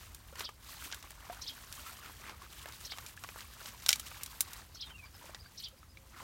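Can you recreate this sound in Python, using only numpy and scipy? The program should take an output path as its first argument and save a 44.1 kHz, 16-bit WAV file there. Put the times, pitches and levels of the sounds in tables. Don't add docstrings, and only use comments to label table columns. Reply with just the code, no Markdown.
import sys
import numpy as np
from scipy import signal
from scipy.fft import rfft, irfft, next_fast_len
from scipy.io import wavfile
from scipy.ndimage import uniform_filter1d

SR = 44100
rng = np.random.default_rng(int(sys.argv[2]) if len(sys.argv) > 2 else 0)


def wrap_up_sound(samples):
    columns = np.atleast_2d(samples).T
    tamed = np.clip(columns, -1, 1)
    steps = np.round(tamed * 32767).astype(np.int16)
    wavfile.write(sys.argv[1], SR, steps)


N = 275067
TIME = np.arange(N) / SR


def bundle():
    # freq_hz, gain_db
    drag_colour = [(120, -11.5), (250, -1), (450, -7.5), (750, -5.5), (1100, 1), (1700, -1), (2600, -5),
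                   (4500, -10.5), (8000, -17), (16000, -24)]
    # freq_hz, gain_db
    needle_colour = [(500, -27), (1500, -2), (2800, 4.5), (4200, 3.5), (6500, 1.5), (8500, 1),
                     (10200, -2.5), (12000, 0.5), (15500, -2)]
    drag, needle = handling()
    scrape = grains(700 * unit(drag), spread_db=1.0, cap_db=13, tail_db=4.0, t60=0.018)
    pops = squelch(count=2200, centre_hz=1350.0, octaves=0.841, cycles=25.3, spread_db=2.5, cap_db=11.5)
    wet = colour(scrape + undb(-4.5) * pops, drag_colour)
    rustle = crackle(1700 * unit(needle), spread_db=3.0, cap_db=16.5, flutter_db=1.64, tail_db=0.5, t60=0.044)
    ticks = grains(110 * unit(needle), spread_db=4, cap_db=9, tail_db=-6, t60=.008)
    dry_needles = colour(unit(rustle) + undb(-14.0) * ticks, needle_colour)
    return undb(0.05) * drag * unit(wet) + undb(2.5) * needle * unit(dry_needles)


def effort_db():
    # time_s, effort_db
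    effort_points = [(0.0, -63.5), (0.45, -66), (0.68, -67), (0.82, -57), (1.09, -64.5), (1.58, -59),
                     (1.82, -57.5), (2.03, -62), (2.29, -64), (2.73, -57.5), (3.16, -61.5), (3.67, -60.5),
                     (3.8, -57.5), (4.43, -60), (4.55, -63.5), (4.92, -65.5), (5.89, -69), (6.24, -68.5)]
    s, db = np.transpose(effort_points)
    return np.interp(TIME, s, db - db.max())


def handling():
    # peak_s, length_s, wet_db, dry_db
    tugs = [(0.037, .1, -63, -60.5), (0.408, 0.069, -49.5, -54), (0.714, 0.14, -57.5, -56),
            (0.849, 0.055, -56.5, -55.5), (1.054, .04, -55, -77), (1.304, 0.22, -55.5, -61.5),
            (1.863, 0.1, -56.5, -60), (2.062, .08, -52, -63), (2.288, 0.095, -51, -68.5),
            (2.435, 0.045, -54.5, -65.5), (2.688, 0.074, -54, -73.5), (3.393, 0.11, -57.5, -59),
            (3.676, .05, -54, -55), (4.216, 0.03, -54, -59), (4.531, 0.15, -54.5, -58.5),
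            (4.895, 0.048, -54.5, -63.5), (5.053, 0.033, -57.5, -81), (5.255, .14, -56.5, -61),
            (5.615, 0.1, -83, -60), (6.23, .13, -52.5, -63)]
    grip_db, grip_rate = 1.48, 22
    drag_db, needle_db = -57.5, -56.5
    drag_law, needle_law = 1.17, 0.89
    effort = effort_db() + grip_db * walk(grip_rate)
    drag_power = undb(drag_db + drag_law * effort) ** 2
    needle_power = undb(needle_db + needle_law * effort) ** 2
    for s, length, wet_db, dry_db in tugs:
        swell = np.exp(-np.minimum((2 * (TIME - s) / length) ** 2, 20))
        drag_power = drag_power + swell * undb(wet_db) ** 2
        needle_power = needle_power + swell * undb(dry_db) ** 2
    return np.sqrt(drag_power), np.sqrt(needle_power)


def grains(rate, spread_db, cap_db, tail_db, t60):
    happens = rng.random(N) < rate / SR
    size = happens * undb(np.minimum(spread_db * rng.exponential(size=N), cap_db))
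    decay = fade(TIME[:SR // 30], t60) ** 2
    tail = np.sqrt(np.abs(signal.oaconvolve(size ** 2, decay / decay.sum())[:N]))
    noise = rng.standard_normal(N)
    return unit(size * np.sign(noise) + undb(tail_db) * tail * noise)


def squelch(count, centre_hz, octaves, cycles, spread_db, cap_db):
    out, t = np.zeros(N), TIME[:SR // 30]
    for when, size, pitch in zip(rng.random(count), rng.exponential(size=count), rng.standard_normal(count)):
        hz = np.clip(centre_hz * 2 ** (octaves * pitch), 200, 6000)
        ring = np.sin(2 * np.pi * hz * t) * fade(t, cycles / hz)
        add(out, when * N / SR, undb(min(spread_db * size, cap_db)) * np.sqrt(hz) * ring)
    return unit(out)


def crackle(rate, spread_db, cap_db, flutter_db, tail_db, t60):
    edges_hz = np.geomspace(1280, 20480, 9)
    narrow = 0
    for lo, hi in zip(edges_hz, edges_hz[1:]):
        narrow = narrow + band(grains(rate / 4, spread_db, cap_db, tail_db, t60), lo, hi)
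    broad = grains(rate, spread_db, cap_db, tail_db, t60)
    return (unit(narrow) + 0.72 * broad) * undb(flutter_db * walk(80))


def twigs():
    # start_s, body_db, crack_db, fizz_db
    snaps = [(0.147, -65, -53, -48), (0.3561, -54.5, -54.5, -57), (0.395, -50, -48, -44),
             (0.407, -40.5, -42.5, -62), (0.491, -43.5, -66, -56), (0.9154, -53, -47, -71),
             (0.9253, -49, -38.5, -72.5), (0.9452, -53, -47.5, -48.5), (1.0269, -56, -52.5, -56.5),
             (1.1063, -53.5, -62, -49.5), (1.726, -71, -46, -48), (2.2956, -46, -53.5, -60),
             (2.6577, -43, -71, -53), (2.9205, -44.5, -48, -61), (2.9363, -49, -64.5, -66),
             (2.974, -52, -60, -53), (2.9847, -44.5, -48, -53.5), (3.0634, -59.5, -47, -53),
             (3.2381, -44.5, -49, -51), (3.2893, -45, -53, -61.5), (3.4068, -64, -47, -65),
             (3.6146, -49, -72, -66), (3.6582, -62, -44.5, -72), (3.8625, -44.5, -32.5, -41.5),
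             (3.886, -52.5, -41, -35), (3.8906, -38.5, -19, -27.5), (3.9052, -47.5, -30.5, -39.5),
             (3.9152, -47, -40, -39), (3.9289, -49.5, -23.5, -36), (3.958, -54, -44, -43.5),
             (3.997, -50.5, -44, -40), (4.1151, -47, -67.5, -62.5), (4.2338, -59, -46, -37.5),
             (4.2617, -74, -46, -46.5), (4.4072, -45.5, -34.5, -24.5), (4.533, -72, -50.5, -45),
             (5.347, -48.5, -44.5, -80), (5.685, -82, -76, -55.5)]
    out = np.zeros(N)
    for s, *levels_db in snaps + small_snaps(count=18):
        fracture = snap(levels_db, tear_db=0.0, tear_s=0.0012, tail_db=-3, tail_t60=.06,
                        ring_db=-8.5, knock_db=-10.0, bounce=0.059)
        add(out, s, fracture)
    return undb(-2.5) * scatter(out, t60=0.1, wet_db=-21)


def snap(levels_db, tear_db, tear_s, tail_db, tail_t60, ring_db, knock_db, bounce):
    # freq_hz, level_db, t60_s
    twig_modes = [(3163, -25, 0.06), (3600, -35, 0.056), (3930, -3.5, 0.026), (5880, -4.5, 0.031),
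                  (6735, -7, 0.026), (7230, -3, 0.038), (8500, -23, .04)]
    t = TIME[:SR // 8]
    tear = rng.standard_normal(len(t)) * t * np.exp(-t / tear_s)
    tail = rng.standard_normal(len(t)) * fade(t, tail_t60)
    thickness = 1 + 0.0087 * rng.standard_normal()
    ring = sum(undb(db) * np.sin(2 * np.pi * hz * thickness * t) * fade(t, t60) for hz, db, t60 in twig_modes)
    knock = np.sin(2 * np.pi * 1100 * 2.47 ** rng.random() * t) * fade(t, 0.048)
    parts = [(tear_db, tear), (tail_db, tail), (ring_db, ring), (knock_db, knock)]
    force = sum(undb(db) * part / np.linalg.norm(part) for db, part in parts)
    force[0] += 1
    force[int(SR * .0021 * (1 + rng.random() / 4))] += bounce
    out = 0
    for k, (lo, hi) in enumerate([(480, 2400), (2450, 6580), (7200, 15700)]):
        part = band(force, lo, hi)
        out = out + (-1) ** k * undb(levels_db[k]) * part / np.std(part[:SR // 100])
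    return out


def small_snaps(count):
    # body_db, crack_db, fizz_db
    typical_db = (-58.5, -55, -56.5)
    spread_db = 2.5
    effort = effort_db()
    chance = np.cumsum(undb(effort) ** 2)
    at = np.searchsorted(chance / chance[-1], rng.random(count))
    levels_db = np.array(typical_db) + effort[at, None] + spread_db * rng.standard_normal((count, 3))
    return list(np.column_stack([TIME[at], levels_db]))


def puddle():
    # start_s, pitch_hz, ring_db, t60_s
    plops = [(.327, 527, -45.5, 0.036), (.933, 1573, -35.5, 0.038), (1.2986, 693, -34, 0.084),
             (1.327, 935, -42.5, 0.042), (1.863, 1305, -43.5, 0.14), (3.175, 1636, -41, 0.027),
             (3.245, 1074, -38, 0.03), (3.36, 680, -37.5, 0.007), (5.243, 540, -47, 0.024),
             (5.294, 584, -44, 0.0277), (5.460, 1560, -48, 0.048), (5.83, 1250, -49.5, 0.039),
             (5.972, 2250, -44, 0.032)]
    out, t = np.zeros(N), TIME[:SR // 10]
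    for s, hz, db, t60 in plops:
        phase = 2 * np.pi * np.cumsum(hz * (1 + 0.22 * t / t60)) / SR
        slap = unit(band(rng.standard_normal(len(t)), hz, 2 * hz)) * fade(t, 0.028)
        add(out, s, undb(db) * (np.sin(phase) * fade(t, t60) + 0.43 * slap))
    return out


def sparrow():
    # top_s, level_db, short_arch_db (relative), pitch_factor, length_factor
    chirps = [(0.45, -37.5, -6.5, 1, .94), (1.480, -36, -2, 1.02, .93), (2.913, -39, -.5, 1, .94),
              (4.814, -38, -6, 1.03, .98), (5.645, -39.5, .5, .985, 1)]
    # top_s, foot_hz, top_hz, pitch_rise_s, pitch_fall_s, swell_s, fade_s, level_db
    syllables = [(-.061, 4000, 5650, 0.011, .014, .009, .011, -1),
                 (-.042, 3700, 4350, 0.00515, 0.0118, .007, .011, -5),
                 (.001, 3130, 5050, .010, 0.01, 0.016, .031, 0)]
    buzz_hz, buzz_depth = 625, 0.052
    out = np.zeros(N)
    rasp, waver = walk(900), walk(170)
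    for s, db, short_db, pitch, length in chirps:
        for syllable, accent_db in zip(syllables, (short_db, short_db, 0)):
            top_s, foot_hz, top_hz, rise_s, fall_s, swell_s, fade_s, arch_db = syllable
            t = (TIME - s) / length - top_s
            on = (t > -2 * swell_s) & (t < 2 * fade_s)
            buzz = np.sin(2 * np.pi * np.cumsum(buzz_hz * (1 + 0.28 * waver[on])) / SR)
            tension = arch(t[on], rise_s, fall_s)
            smooth_hz = (foot_hz + (top_hz - foot_hz) * tension) * pitch
            hz = smooth_hz * (1 + buzz_depth * buzz + 0.03 * rasp[on])
            phase = 2 * np.pi * np.cumsum(hz) / SR
            voices = np.sin(phase) + 0.55 * tension * np.sin(.74 * phase)
            loud = undb(db + arch_db + accent_db + 1.2 * waver[on]) * arch(t[on], swell_s, fade_s)
            out[on] += loud * (1 + .5 * buzz) * voices
    out = out + undb(-13.5) * np.roll(out, int(0.01 * SR))
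    return undb(-2.6) * scatter(out, t60=0.16, wet_db=-10)


def arch(t, rise_s, fall_s):
    return np.exp(-(t / np.where(t < 0, rise_s, fall_s)) ** 2)


def whistler(count=5):
    # start_s, length_s, middle_hz, level_db
    whistles = [(5.041, .039, 4850, -56), (5.134, .034, 5190, -54.5), (5.387, .04, 4900, -53),
                (5.444, 0.031, 4700, -53), (5.77, 0.028, 4998, -63), (5.878, 0.065, 5050, -63)]
    run_ends = (.94, .87)
    whistle_ends = (.87, .85)
    run_start_s, run_step_s, run_note_s = 4.85, 0.043, .039
    run_db = -49.5
    first_hz, rest_hz, sink = 3740, 2077, .65
    out = np.zeros(N)
    for k in range(count):
        hz = rest_hz + (first_hz - rest_hz) * sink ** k
        add(out, run_start_s + k * run_step_s, undb(run_db) * note(run_note_s, hz, run_ends))
    for s, length, hz, db in whistles:
        add(out, s, undb(db) * note(length, hz, whistle_ends))
    return undb(-2.3) * scatter(out, t60=0.085, wet_db=-4.5)


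def note(length, middle_hz, ends):
    flutter, flutter_rate = .018, 300
    u = np.linspace(0, 1, int(length * SR))
    hz = middle_hz * np.polyval(np.polyfit([0, .5, 1], [ends[0], 1, ends[1]], 2), u)
    hz = hz * (1 + flutter * walk(flutter_rate)[:len(u)])
    return np.sin(np.pi * u) * np.sin(2 * np.pi * np.cumsum(hz) / SR)


def coos():
    # start_s, length_s, pitch_hz, peak_db
    coo_notes = [(5.725, 0.029, 535, -59.5), (5.89, 0.242, 538, -69.5)]
    out = np.zeros(N)
    for s, length, hz, db in coo_notes:
        t = TIME[:int(length * SR)]
        add(out, s, undb(db) * np.sin(np.pi * t / length) * np.sin(2 * np.pi * hz * t))
    return out


def air():
    # freq_hz, gain_db
    air_colour = [(20, -32), (35, -12), (55, -2), (95, -7), (135, -14.5), (200, -19), (400, -27.5),
                  (1100, -31), (2500, -35), (6000, -36), (16000, -39.5)]
    noise = rng.standard_normal(N) * undb(0.49 * walk(3.9))
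    return undb(-57) * unit(colour(noise, air_colour))


def scatter(x, t60, wet_db):
    t = TIME[:SR // 3]
    tail = rng.standard_normal(len(t)) * fade(t, t60)
    return x + undb(wet_db) * signal.fftconvolve(x, tail / np.linalg.norm(tail))[:len(x)]


def colour(x, points):
    hz, db = np.transpose(points)
    size = next_fast_len(N + SR // 4, real=True) // 2 * 2
    freq = np.maximum(np.fft.rfftfreq(size, 1 / SR), 1)
    gain = undb(np.interp(np.log(freq), np.log(hz), db))
    cepstrum = irfft(np.log(gain))
    cepstrum[1:size // 2] *= 2
    cepstrum[size // 2 + 1:] = 0
    return irfft(rfft(x, size) * np.exp(rfft(cepstrum)))[:N]


def band(x, lo_hz, hi_hz):
    return signal.sosfilt(signal.butter(2, [lo_hz, min(hi_hz, SR / 2 - 1)], "band", fs=SR, output="sos"), x)


def walk(rate):
    k = max(int(SR / rate), 1)
    steps = np.repeat(rng.standard_normal(N // k + 1), k)[:N]
    return unit(uniform_filter1d(steps, k))


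def fade(t, t60):
    return np.exp(-np.log(1000) * t / t60)


def undb(db):
    return 10 ** (np.asarray(db) / 20)


def unit(x):
    return x / np.sqrt(np.mean(x ** 2))


def add(out, s, sound):
    i = max(int(s * SR), 0)
    out[i:i + len(sound)] += sound[:max(N - i, 0)]


def scene():
    return (bundle() + twigs() + puddle() + sparrow() + whistler() + coos() + air())[None]


def record(dry):
    return signal.sosfilt(signal.ellip(8, .2, 70, 15900, fs=SR, output="sos"), dry)


dry = scene()
out = record(dry)
wrap_up_sound(out)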